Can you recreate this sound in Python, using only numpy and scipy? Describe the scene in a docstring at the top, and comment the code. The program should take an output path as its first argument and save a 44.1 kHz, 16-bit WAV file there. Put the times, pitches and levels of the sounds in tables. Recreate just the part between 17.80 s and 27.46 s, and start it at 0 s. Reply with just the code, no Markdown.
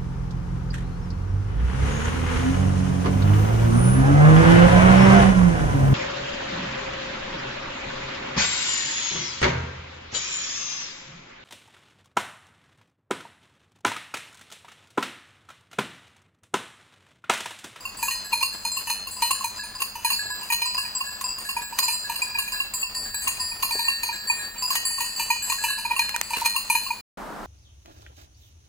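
"""Goat bells tinkle and clonk over a low rumble of air at the edge of a spruce wood: three near, three far.
As the goats tug at the grass, clappers knock, skip and slide on the sheet metal and set its modes ringing.
The microphone turns to a faintly hissing meadow and back; hooves tread the grass and snap dry twigs.
The pasture stops abruptly; after a short silence a soft wind hisses in trees above a lake."""
import sys
import numpy as np
from scipy import signal
from scipy.fft import rfft, irfft, next_fast_len
from scipy.io import wavfile
from scipy.ndimage import uniform_filter1d

SR = 44100
rng = np.random.default_rng(int(sys.argv[2]) if len(sys.argv) > 2 else 0)


def waveform_to_disk(signal):
    """Save audio, clipped to [-1, 1], as 16-bit WAV at the path in sys.argv[1]."""
    frames = np.transpose(np.atleast_2d(signal))
    scaled = np.clip(frames, -1, 1) * 32767
    samples = np.round(scaled).astype(np.int16)
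    wavfile.write(sys.argv[1], SR, samples)


N = 426006
TIME = np.arange(N) / SR
RING_TIME = TIME[:SR]
PASTURE_END_S, LAKE_START_S = 9.207, 9.372
CUTOFF_HZ = 15750


def from_db(db):
    """Decibels to gain."""
    return 10 ** (np.asarray(db) / 20)


def curve(rows, at):
    """Read a two-column table between its rows."""
    return np.interp(at, *np.transpose(rows))


def decay(s, t60):
    """Falls by 60 dB in t60 seconds."""
    return np.exp(-np.log(1000) * s / t60)


def flicker(per_s):
    """A random line that takes a new value per_s times a second."""
    return np.interp(TIME * per_s, np.arange(N), rng.standard_normal(N))


def add(track, s, sound):
    """Mix a sound in from time s on."""
    start = max(int(s * SR), 0)
    part = track[..., start:start + sound.shape[-1]]
    part += sound[..., :part.shape[-1]]


def noise(spectrum, alike):
    """Stereo noise of rms 1 with the given colour and left-right likeness."""
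    hz, db = np.transpose(spectrum)
    size = next_fast_len(N)
    bins = np.maximum(np.arange(size // 2 + 1) * SR / size, 1)
    colour = from_db(np.interp(np.log(bins), np.log(hz), db, left=-80))
    mid, side = irfft(rfft(rng.standard_normal((2, size))) * colour, size)[:, :N]
    both = np.sqrt(1 + alike) * mid + np.sqrt(1 - alike) * np.array([side, -side])
    return both / both.std()


# Air and grass around the microphone. Each row: frequency in Hz, relative density in dB.
RUMBLE_SPECTRUM = [(12, -52.5), (20, -2.5), (38, 3), (70, -5.5), (96, -3), (146, -18), (180, -17.5),
                   (230, -19.5), (400, -120)]
RUSTLE_SPECTRUM = [(120, 3), (250, 2.5), (500, 2), (1000, 7.5), (2000, 1), (3500, -4), (6000, -6),
                   (16000, -27)]
# A faint drone in the distance. Each row: frequency in Hz, rms level in dB.
DRONE_TONES = [(95, -66.5), (203, -64), (214, -63)]


def air(rumble_db, rustle_db, gust_s=5.44, gust_width_s=0.47, gust_db=6):
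    """The air rumbles and swells once in a light gust, grass rustles, a far drone wavers."""
    swell_db = gust_db * np.exp(-((TIME - gust_s) / gust_width_s) ** 2)
    rumble = from_db(rumble_db + swell_db) * noise(RUMBLE_SPECTRUM, alike=0.78)
    rustle = from_db(rustle_db + 3 * flicker(60)) * noise(RUSTLE_SPECTRUM, alike=0.39)
    drifts = 4.105 * np.cumsum(rng.standard_normal((len(DRONE_TONES), N)), axis=1) / np.sqrt(SR)
    drone = sum(from_db(db) * np.sqrt(2) * np.sin(2 * np.pi * hz * TIME + drift)
                for (hz, db), drift in zip(DRONE_TONES, drifts))
    return rumble + rustle + drone


# A bell sounds in five registers. A full blow: start in seconds, then a relative level in dB for each.
CLONK, CLANK, HUM, RING, SHIMMER = range(5)


def touches(blows, rebound_db, gap_s, skips, fade_db):
    """After each blow the clapper skips on the rim at uneven gaps, too lightly for a clonk."""
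    for s, *register_db in blows:
        yield s, np.array(register_db)
        for k, later in enumerate(np.cumsum(gap_s * rng.uniform(.3, 1.7, skips))):
            weaker_db = rebound_db - fade_db * k + 2 * rng.standard_normal()
            yield s + later, np.array(register_db) - [20, 8, 8, 8, 0] + weaker_db


def jiggles(blows, jiggle_db, per_s=2, spread_db=5.5):
    """Each tug at the grass taps the clapper lightly; the livelier the blows, the stronger the taps."""
    times, *registers = np.transpose(blows)
    for k, (late, force) in enumerate(rng.random((int(per_s * PASTURE_END_S), 2))):
        s = (k + late) / per_s
        liveliness_db = np.array([np.interp(s, times, column) for column in registers])
        yield s, liveliness_db - [3, 0, 0, 0, 0] + jiggle_db + spread_db * (2 * force - 1)


def overtones(level_db, t60=.26, low_hz=6360, count=42):
    """The crowd of weak, unevenly spaced high modes of a folded metal shell."""
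    hz = low_hz + (CUTOFF_HZ - low_hz) * (np.arange(count) + rng.random(count)) / count
    return np.column_stack([hz, np.full(count, level_db), np.full(count, t60)])


def ringing(hz, t60):
    """Sine and cosine ring of each mode; the jiggle on the collar makes each pitch waver a little."""
    s, hz, t60 = RING_TIME, hz[:, None], t60[:, None]
    build_up = 1 - np.exp(-s / (0.29 / hz + 0.00091))
    envelope = build_up * decay(np.minimum(s, 3 * t60), t60) * np.minimum(1, 10 * (1 - s))
    jiggle_hz, start = rng.uniform(4, 9, hz.shape), rng.random(hz.shape)
    travel_s = 2.5e-5 * np.sin(2 * np.pi * (jiggle_hz * s + start))
    angle = 2 * np.pi * hz * (s + travel_s - travel_s[:, :1])
    return np.vstack([envelope * np.sin(angle), envelope * np.cos(angle)]).astype(np.float32)


def chokes(landings, loss_db=1):
    """Each landing of the clapper damps what still rings: the gain left after all landings so far."""
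    landed = np.searchsorted(np.sort([s for s, _ in landings]), np.arange(N + SR) / SR)
    return from_db(-loss_db * uniform_filter1d(landed.astype(float), size=88)).astype(np.float32)


# Clapper against rim, metal on metal. Each row: frequency in Hz, relative density in dB.
CONTACT_SPECTRUM = [(400, -26), (900, 5), (2750, 3), (3750, 5.5), (4300, -0.5), (5350, 6), (6600, 4.5),
                    (12000, 1), (16000, 3.5)]


def shell_noise(modes, width_hz, direct_db):
    """Friction noise, partly direct and partly sung through the modes of the metal; rms 1."""
    size = next_fast_len(N)
    bins = np.arange(size // 2 + 1) * SR / size
    grid = np.arange(0, SR // 2, 10)
    peaks = sum(1 / (1 + ((grid - hz) / width_hz) ** 2) for hz, *_ in modes)
    response = from_db(direct_db) + np.interp(bins, grid, np.minimum(peaks, 1))
    sung = irfft(rfft(noise(CONTACT_SPECTRUM, alike=0.6), size) * response, size)[:, :N]
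    return sung / sung.std()


def knocks(blows, contact, level_db):
    """Each blow begins with a short crack of contact noise that follows its shimmer level."""
    s, envelope = RING_TIME[:SR // 10], np.zeros(N)
    knock = (.4 * decay(s, 0.08) + 3 * decay(s, 0.02)) * (1 - np.exp(-s / 0.00014))
    for at, *_, shimmer_db in blows:
        add(envelope, at, from_db(level_db + shimmer_db) * knock)
    return envelope * contact


# The microphone turns to the meadow and back. Each row: time in seconds, degrees to the right.
MIC_TURN = [(0, 9.5), (1.5, 16.6), (2.3, 29.7), (2.9, 35), (4.4, 42), (6.4, 84), (7, 45), (7.4, 29),
            (9.2, 16.4)]
# Its right port hears more clonk, its left more shimmer. Each row: frequency in Hz, left minus right in dB.
MIC_BALANCE = [(2500, -1.2), (8000, 2.3)]
PORT_DELAY_S = .000175


def bell(modes, blows, contact, left_deg, level_db, jiggle_db, overtone_db, knock_db, rebound_db,
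         gap_s, buzz, skips=2, fade_db=6):
    """Every touch of the clapper rings all modes of the shell, in a mix that varies at random."""
    hz, mode_db, t60 = np.vstack([modes, overtones(overtone_db)]).T
    register = np.select([hz > 5500, hz > 3500, t60 > .35, hz > 1500], [SHIMMER, RING, HUM, CLANK], CLONK)
    scatter = np.minimum(hz / 7000, 1) ** 2  # high modes vary most from touch to touch
    spread_db = 5 * np.maximum(scatter, .4 * (register >= HUM))
    # neighbours start in nearly opposite phase, so a close pair swells and dies in one short clonk
    start_phase = 1.25 * np.pi * np.arange(len(hz))
    # the delay between the ports tells direction only below about 4.5 kHz
    port_phase = 2 * np.pi * hz * PORT_DELAY_S / (1 + (hz / 4500) ** 60)
    sides = np.array([[.5], [-.5]])
    times, weights = [], []
    landings = list(touches(blows, rebound_db, gap_s, skips, fade_db))
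    for s, register_db in [*landings, *jiggles(blows, jiggle_db)]:
        leftward = np.sin(np.radians(left_deg + curve(MIC_TURN, s)))
        strength, tilt, shift, skew = rng.standard_normal((4, len(hz)))
        pan_db = sides * (curve(MIC_BALANCE, hz) + 0.36 * leftward + 3 * tilt * scatter)
        gain = from_db(level_db + mode_db + register_db[register] + spread_db * strength + pan_db)
        pan_phase = sides * (port_phase * leftward + .7 * skew * scatter)
        phase = start_phase + np.pi / 2 * shift * scatter + pan_phase
        times.append(s)
        weights.append(np.hstack([gain * np.cos(phase), gain * np.sin(phase)]))
    strokes = (np.vstack(weights).astype(np.float32) @ ringing(hz, t60)).reshape(len(times), 2, -1)
    shell, damping = np.zeros((2, N)), chokes(landings)
    for s, stroke in zip(times, strokes):
        later = damping[max(int(s * SR), 0):][:SR]
        add(shell, s, stroke * np.minimum(later / later[SR // 500], 1))
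    roughness = 1 + buzz * flicker(170)  # the loose clapper buzzes against the wall
    return shell * roughness + knocks(blows, contact, knock_db)


def far_strokes(blows, clonk_db, hum_db):
    """Full blows for a farther bell, whose clonk, clank and hum follow its ring."""
    return [(s, ring + clonk_db, ring + clonk_db, ring + hum_db, ring, shimmer)
            for s, ring, shimmer, *_ in blows]


# A tinkling bell, farther off. Each row: mode in Hz, relative level in dB, t60 in seconds.
TINKLING_MODES = [(1009, 2, 0.25), (2635, -10, 0.7), (2700, -9, 0.7), (4780, -1, 1.01), (4909, -2, 0.87),
                  (4950, -8, 0.5), (7256, -5, 0.8), (7407, -13, 0.44), (7652, 0, 0.42), (9690, -14, 0.33),
                  (9924, -8, 0.33), (10490, -16, 0.59), (12140, -13, 0.36), (12650, -17, 0.36),
                  (14780, -16, 0.37)]
# Each row: start in seconds, relative ring and shimmer in dB, an unused pitch in Hz.
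TINKLING_STRIKES = [(0.006, -37.5, -39.5, 4880), (0.189, -32.5, -40, 4780), (0.35, -30.5, -61, 4950),
                    (0.917, -35.5, -29, 4780), (1.366, -29.5, -54, 4780), (1.76, -31, -35.5, 4860),
                    (1.95, -34, -42.5, 4860), (2.502, -28.5, -48, 4780), (2.61, -31.5, -38, 4940),
                    (2.857, -23, -32.5, 4930), (2.945, -22, -31, 4837), (3.03, -33, -52, 4870),
                    (3.15, -29, -30.5, 4780), (3.29, -33, -45, 4890), (3.44, -22.5, -30.5, 4830),
                    (3.49, -28.5, -38, 4835), (3.931, -35, -40, 4780), (4.031, -25.5, -24.5, 4880),
                    (4.127, -28, -28, 5000), (4.42, -25.5, -30.5, 4930), (4.51, -33, -59, 4890),
                    (4.72, -29, -31, 4830), (4.937, -30.5, -24, 4780), (5.04, -31, -73, 4780),
                    (5.15, -29.5, -28.5, 4780), (5.596, -23.5, -31.5, 4780), (6.823, -20, -25, 4780),
                    (7.245, -32.5, -30, 4909), (7.526, -31, -32.5, 4909), (7.67, -35, -33.5, 4780),
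                    (7.971, -31, -48, 4780)]


def tinkling_bell(contact):
    """The clapper rattles, skipping three times after each blow."""
    blows = far_strokes(TINKLING_STRIKES, clonk_db=-4, hum_db=-5)
    return bell(TINKLING_MODES, blows, contact, left_deg=-28, level_db=-4.5, jiggle_db=-18,
                overtone_db=-29.5, knock_db=-14.5, rebound_db=-9, gap_s=.024, buzz=.26, skips=3, fade_db=3)


def wood_echo(sound, level_db, t60, dull_hz):
    """Trunks and the slope scatter a thin, dull tail back."""
    tail = rng.standard_normal((2, SR)) * decay(RING_TIME, t60) * (1 - np.exp(-RING_TIME / 0.0089))
    tail /= np.sqrt(np.sum(tail ** 2, axis=1, keepdims=True))
    tail = signal.sosfilt(signal.butter(1, dull_hz, fs=SR, output="sos"), tail)
    return from_db(level_db) * signal.fftconvolve(sound, tail, axes=1)[:, :N]


def rubs(rows, friction, grain_db, grains_per_s):
    """Short swells of stick-and-slip noise."""
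    swell = np.zeros(N)
    for s, length_s, db in rows:
        add(swell, s, from_db(db) * np.hanning(int(length_s * SR)) ** .5)
    return swell * from_db(grain_db * flicker(grains_per_s)) * friction


def scrapes(strikes, contact, lead_s=0.044, length_s=0.11):
    """The clapper slides along the rim around each blow, louder the more the blow shimmers."""
    slides = [(s - lead_s, length_s, shimmer_db - 22) for s, *_, shimmer_db, _ in strikes]
    return rubs(slides, contact, grain_db=2.5, grains_per_s=330)


# A singing bell, farther off. Each row: mode in Hz, relative level in dB, t60 in seconds.
SINGING_MODES = [(1571, -16, 1.1), (1677, 2, 0.56), (1719, -10, 1.1), (2627, -18, 0.7), (2691, -12, 0.7),
                 (4023, -9, 1.1), (4091, -22, 0.54), (4390, -12, 1.1), (7477, -10, 0.8), (7542, -15, 0.8),
                 (7803, -10, 0.56), (11288, -8, 0.34), (11372, -18, 0.57), (15210, -17, 0.51)]
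# Each row: start in seconds, relative ring and shimmer in dB.
SINGING_STRIKES = [(0.226, -41, -31), (1.79, -34.5, -56), (2.391, -28.5, -38.5), (2.503, -33.5, -37.5),
                   (3.264, -34, -40), (3.649, -35.5, -39), (3.817, -37, -37.5), (4.242, -33.5, -44),
                   (4.59, -33.5, -42), (4.734, -31, -39.5), (5.343, -33.5, -32.5), (6.1, -39, -43),
                   (6.325, -34.5, -40), (6.593, -35, -45), (7.623, -40.5, -30.5), (7.884, -27, -39),
                   (8.218, -36.5, -43)]


def singing_bell(contact):
    """Long-lived modes near 1.7 kHz sing on after each blow."""
    blows = far_strokes(SINGING_STRIKES, clonk_db=-4.5, hum_db=-6.5)
    return bell(SINGING_MODES, blows, contact, left_deg=0.81, level_db=6, jiggle_db=-8.5,
                overtone_db=-45, knock_db=-13, rebound_db=-7.5, gap_s=.024, buzz=.24, skips=1)


# A bell close to the microphone. Each row: mode in Hz, relative level in dB, t60 in seconds.
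NEAR_MODES = [(916, -1, 0.12), (963, -1, 0.12), (1876, -18, 0.45), (2424, 0, 0.14), (2464, 0, 0.18),
              (2613, -24, 0.84), (2947, -18, 0.67), (4082, -17, 1.1), (4184, -9, 0.73), (4280, -16, 0.75),
              (4993, -22, 1.1), (6309, -18, 0.46), (6383, -13, 0.48), (6696, -24, 0.63), (6888, -11, 0.39),
              (7695, -20, 0.38), (8766, -15, 0.38), (8833, -14, 0.29), (9488, -14, 0.31),
              (10096, -14, 0.38), (11539, -19, 0.31), (13232, -15, 0.24), (14298, -21, 0.27)]
# Each row: start in seconds, relative clonk, clank, hum, ring and shimmer in dB, an unused pitch in Hz.
NEAR_STRIKES = [(0.227, -20, -23, -26, -23, -21.5, 4993), (0.309, -54.5, -32, -17, -19.5, -25, 4082),
                (0.528, -17.5, -19, -34, -16, -25, 4184), (0.85, -24.5, -27.5, -55, -14.5, -22.5, 4184),
                (1.1, -25.5, -30, -29, -14.5, -23, 4082), (1.422, -15, -24.5, -12.5, -11, -19, 4232),
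                (1.642, -21.5, -28, -50, -21, -22.5, 4184), (2.246, -18, -22.5, -17, -13, -21.5, 4280),
                (2.701, -26, -23, -14, -34, -28, 4082), (2.722, -24.5, -23, -18, -16.5, -20, 4082),
                (2.818, -27.5, -20, -17, -12.5, -26, 4133), (3.765, -20.5, -25, -24, -36, -36, 4993),
                (3.793, -31.5, -32, -45, -37.5, -52, 4082), (4.026, -29.5, -29, -22, -14, -32.5, 4993),
                (4.417, -33, -20, -32, -30, -35.5, 4184), (4.55, -30, -22.5, -29, -44, -60, 4082),
                (4.676, -42, -25.5, -30, -39, -33, 4993), (5.477, -34, -27, -16, -26, -21, 4184),
                (5.716, -35, -29, -41, -37, -68, 4993), (5.826, -28.5, -26.5, -39, -23.5, -56, 4280),
                (6.232, -29, -23.5, -21, -18.5, -21, 4082), (6.497, -23, -16, -28, -36, -33, 4184),
                (6.954, -32, -33, -10.5, -21, -20.5, 4082), (7.205, -22.5, -26.5, -13, -21, -21, 4082),
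                (7.502, -16.5, -17, -13.5, -19, -24, 4184), (7.698, -25.5, -23.5, -15, -17.5, -20, 4184),
                (8.05, -22, -23.5, -34, -25, -35, 4184), (8.108, -18, -19, -21, -26, -34, 4082),
                (8.192, -21, -16.5, -14, -14, -24.5, 4184), (8.342, -25, -25.5, -21, -28, -35.5, 4280),
                (8.658, -20.5, -19.5, -18, -14.5, -20.5, 4184),
                (8.951, -18, -18.5, -16.5, -17.5, -21.5, 4184), (9.104, -21, -24, -34, -46, -33.5, 4082)]


def near_bell(contact):
    """Close pairs of modes near 1 and 2.5 kHz make the hollow clonk."""
    blows = [row[:-1] for row in NEAR_STRIKES]
    return bell(NEAR_MODES, blows, contact, left_deg=0.95, level_db=-1.5, jiggle_db=-8.5,
                overtone_db=-26, knock_db=-18, rebound_db=-10.5, gap_s=.014, buzz=.15)


# The smallest of the close bells. Each row: mode in Hz, relative level in dB, t60 in seconds.
SMALL_MODES = [(1045, 1, 0.1), (1097, 1, 0.1), (2562, -18, 0.68), (2702, 1, 0.13), (2756, 1, 0.13),
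               (4328, -14, 0.86), (4457, -8, 0.41), (4486, -11, 0.82), (4947, -18, 1.1), (6519, -21, 0.76),
               (7184, -16, 0.8), (8750, -17, 0.41), (8922, -15, 0.33), (10432, -17, 0.28),
               (10553, -16, 0.38), (11200, -25, 0.41), (12316, -20, 0.35), (12798, -22, 0.26),
               (12868, -25, 0.42), (13552, -16, 0.22)]
# Each row: start in seconds, relative clonk, clank, ring and shimmer in dB, an unused pitch in Hz.
SMALL_STRIKES = [(0.282, -27, -23.5, -27, -27.5, 4457), (0.627, -23, -18.5, -19.5, -19, 4486),
                 (0.969, -29, -25, -24, -24, 4486), (1.507, -19.5, -22.5, -25, -18, 4328),
                 (1.608, -27.5, -40, -62, -32, 4328), (2.018, -27, -23.5, -23.5, -20.5, 4947),
                 (2.302, -29, -23, -23, -17.5, 4486), (2.324, -49, -26, -17.5, -26, 4486),
                 (2.63, -44.5, -34, -44, -34, 4486), (2.978, -27, -21.5, -25, -26, 4947),
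                 (3.207, -26, -24, -25, -31.5, 4457), (3.411, -31.5, -44, -35, -29, 4947),
                 (3.689, -29, -24, -23.5, -23.5, 4486), (3.987, -26, -33, -15.5, -18, 4457),
                 (4.357, -42.5, -31, -24, -25, 4486), (4.585, -30, -23, -24, -22.5, 4457),
                 (4.801, -32, -21, -32, -31.5, 4457), (5.028, -39, -21, -23, -34, 4947),
                 (5.471, -25, -21, -27, -45, 4328), (5.827, -21, -22, -19, -18, 4486),
                 (6.081, -28, -16, -56, -26, 4486), (6.904, -22, -28, -18, -21, 4486),
                 (7.182, -30, -34, -31.5, -29, 4486), (7.719, -23.5, -27, -25.5, -22.5, 4457),
                 (8.163, -28, -25, -29.5, -26, 4328), (8.761, -23.5, -20.5, -26, -19.5, 4457),
                 (9.063, -32, -34, -30.5, -35.5, 4486)]


def small_bell(contact):
    """A smaller shell clonks higher; its hum follows its clank."""
    blows = [(s, clonk, clank, clank, ring, shimmer) for s, clonk, clank, ring, shimmer, _ in SMALL_STRIKES]
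    return bell(SMALL_MODES, blows, contact, left_deg=19.6, level_db=-1, jiggle_db=-8.5,
                overtone_db=-25.5, knock_db=-21, rebound_db=-17.5, gap_s=.017, buzz=.2)


# Harsh cracks from the close bells. Each row: time of the peak in seconds, relative level in dB.
RIM_GRATES = [(0.532, -31), (0.608, -34), (0.628, -28.5), (1.099, -26.5), (1.422, -27), (1.513, -24),
              (2.021, -26), (2.731, -24.5), (2.819, -31), (2.945, -33), (3.413, -28.5), (3.988, -20.5),
              (4.939, -40), (5.478, -23), (5.828, -23), (6.906, -29), (6.955, -20), (7.726, -29),
              (8.194, -26), (8.612, -32), (8.659, -20)]


def grates(level_db, bite_t60=.015, slip_t60=.045):
    """A clapper's edge bites the rim, then slips off: a few milliseconds of tiny, hard impacts."""
    s, swell = RING_TIME[:SR // 10] - .05, np.zeros(N)
    burst = decay(np.abs(s), np.where(s < 0, bite_t60, slip_t60))
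    for at, db in RIM_GRATES:
        add(swell, at + s[0], from_db(db + level_db) * burst)
    impacts = from_db(3 * flicker(1500))
    return swell * impacts * shell_noise([*NEAR_MODES, *SMALL_MODES], width_hz=60, direct_db=-7)


# The deepest of the close bells. Each row: mode in Hz, relative level in dB, t60 in seconds.
DEEP_MODES = [(912, 5, 0.12), (958, 5, 0.12), (1790, -17, 0.63), (2404, 2, 0.15), (2442, 2, 0.15),
              (2645, -10, 0.59), (2933, -12, 0.52), (4035, -15, 1.1), (4123, -8, 0.85), (4204, -13, 0.62),
              (4866, -17, 0.48), (6233, -16, 0.49), (6804, -20, 0.4), (8599, -12, 0.35), (9969, -15, 0.55),
              (10047, -18, 0.54), (11735, -16, 0.29), (12855, -13, 0.26)]
# Each row: start in seconds, relative clonk, clank, hum, ring and shimmer in dB, an unused pitch in Hz.
DEEP_STRIKES = [(1.072, -32, -46, -20, -48, -21.5, 4035), (2.154, -33, -45, -28.5, -54, -30, 4035),
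                (3.924, -32, -42, -34, -48, -38, 4866), (4.082, -27.5, -24.5, -21, -26, -18.5, 4123),
                (4.296, -26.5, -34.5, -26, -27, -21.5, 4866), (5.907, -29.5, -24, -40, -21, -20, 4123),
                (5.991, -26.5, -28.5, -27, -13, -21.5, 4204), (6.289, -26.5, -24, -28, -37, -50, 4123),
                (7.396, -27.5, -27, -17, -25, -15.5, 4035), (7.838, -23, -24, -14.5, -26, -15, 4123),
                (8.505, -27.5, -34.5, -27, -32, -22.5, 4123), (8.533, -23.5, -21.5, -20, -18.5, -28, 4123),
                (8.616, -24, -41, -37, -32.5, -36.5, 4204), (8.899, -21.5, -16.5, -19.5, -18, -17, 4123)]


def deep_bell(contact):
    """A strong pair of modes just above 900 Hz gives a full clonk."""
    blows = [row[:-1] for row in DEEP_STRIKES]
    return bell(DEEP_MODES, blows, contact, left_deg=-35, level_db=-4.5, jiggle_db=-9.5,
                overtone_db=-27, knock_db=-19, rebound_db=-13.5, gap_s=.023, buzz=.15)


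# A bell far off to the left. Each row: mode in Hz, relative level in dB, t60 in seconds.
FAR_MODES = [(1050, -3, 0.3), (1830, -3, 1.4), (2390, -13, 1.1), (4568, 0, 1.6), (7391, -2, 0.8),
             (7899, -8, 0.73), (7953, -12, 0.65), (8890, -6, 0.8), (10876, -7, 0.8), (15055, -11, 0.57)]
# Each row: start in seconds, relative ring and shimmer in dB.
FAR_STRIKES = [(1.31, -41.5, -38), (4.13, -39.5, -46.5), (4.938, -37.5, -42.5), (5.146, -30.5, -33.5),
               (5.427, -33, -34), (5.921, -29, -35.5), (6.472, -25.5, -29.5), (6.78, -32.5, -35.5),
               (7.05, -21.5, -27), (7.36, -31, -31.5), (9.028, -42, -41)]


def far_bell(contact):
    """A few slowly dying modes ring clear, with hardly any knock."""
    blows = far_strokes(FAR_STRIKES, clonk_db=-15.5, hum_db=-8.5)
    return bell(FAR_MODES, blows, contact, left_deg=81, level_db=0.5, jiggle_db=-4,
                overtone_db=-38, knock_db=-30, rebound_db=-14, gap_s=.023, buzz=.08, skips=1)


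# The sunny meadow off to the right. Each row: frequency in Hz, relative density in dB.
MEADOW_SPECTRUM = [(7000, -21), (10000, -24), (13000, -10.5), (15000, -0.5), (16000, 0)]


def meadow(level_db, right_deg=74, width_deg=53):
    """A fine hiss, probably grasshoppers, comes up while the microphone points at the meadow."""
    facing = np.exp(-((curve(MIC_TURN, TIME) - right_deg) / width_deg) ** 2)
    return from_db(level_db) * facing * noise(MEADOW_SPECTRUM, alike=1)


# Hooves in the grass nearby. Each row: start in seconds, length in seconds, relative level in dB.
HOOF_STEPS = [(2.43, 0.045, -50), (5.15, 0.14, -48), (5.943, 0.032, -38), (8.55, 0.051, -46)]
# Each row: frequency in Hz, relative density in dB.
HOOF_SPECTRUM = [(40, -19), (150, 5.5), (450, 6), (800, 7), (2000, -30), (8000, -42)]


def hooves():
    """A hoof presses into the grass with a dull, grainy rub."""
    return rubs(HOOF_STEPS, noise(HOOF_SPECTRUM, alike=1), grain_db=5, grains_per_s=150)


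# Twigs snap under hooves nearby. Each row: start in seconds, relative peak in dB.
TWIG_SNAPS = [(8.2927, -10.5), (8.3625, -5), (8.4128, -1.5), (8.5693, -14), (8.599, -19)]
# A hoof drags through them. Each row: start in seconds, length in seconds, relative level in dB.
TWIG_DRAGS = [(8.485, 0.25, -38.5)]
# The colour of the crack. Each row: frequency in Hz, relative density in dB.
TWIG_SPECTRUM = [(200, -19), (700, -11.5), (1750, 4.5), (3300, -6.5), (6500, -2.5), (9500, -5.5),
                 (16000, -10)]


def twigs(level_db, t60):
    """Dry wood breaks in a few milliseconds of splintering, and crackles under a dragging hoof."""
    s, snaps = RING_TIME[:SR // 20], np.zeros(N)
    crack = s * decay(s, t60)
    for at, peak_db in TWIG_SNAPS:
        add(snaps, at, from_db(peak_db + level_db) * crack / crack.max())
    splinters = noise(TWIG_SPECTRUM, alike=0.21)
    return snaps * splinters + rubs(TWIG_DRAGS, splinters, grain_db=5, grains_per_s=510)


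# Trees above a lake. Each row: frequency in Hz, relative density in dB.
LAKE_WIND_SPECTRUM = [(18, -37), (30, -4), (53, -13), (81, -33), (204, -7.5), (374, -14.5), (962, -10),
                      (1460, -14.5), (2480, -28.5), (3770, -32), (4530, -33.5), (5590, -34.5), (16000, -43)]


def lake_wind(level_db):
    """A soft, steady wind hisses through the trees."""
    return from_db(level_db) * noise(LAKE_WIND_SPECTRUM, alike=0.52)


def scene():
    """The pasture, a short silence, then the wind by the lake."""
    contact = shell_noise([*NEAR_MODES, *DEEP_MODES, *SMALL_MODES], width_hz=18, direct_db=-20)
    goats = near_bell(contact) + deep_bell(contact) + small_bell(contact)
    goats += singing_bell(contact) + tinkling_bell(contact) + far_bell(contact)
    goats += scrapes([*NEAR_STRIKES, *DEEP_STRIKES, *SMALL_STRIKES], contact) + grates(level_db=1)
    goats += twigs(level_db=-10, t60=0.005) + hooves()
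    pasture = goats + wood_echo(goats, level_db=-13, t60=.6, dull_hz=7000)
    pasture += air(rumble_db=-55, rustle_db=-47.5) + meadow(level_db=-42)
    pasture_gate = np.clip((PASTURE_END_S - TIME) / 0.005 + 1, 0, 1)
    lake_gate = np.clip((TIME - LAKE_START_S) / 0.0025, 0, 1)
    return pasture * pasture_gate + lake_wind(level_db=-36.5) * lake_gate


def record(dry):
    """The top of the treble is cut steeply."""
    return signal.sosfilt(signal.ellip(10, .1, 80, CUTOFF_HZ, fs=SR, output="sos"), dry)


dry = scene()
out = record(dry)
waveform_to_disk(out)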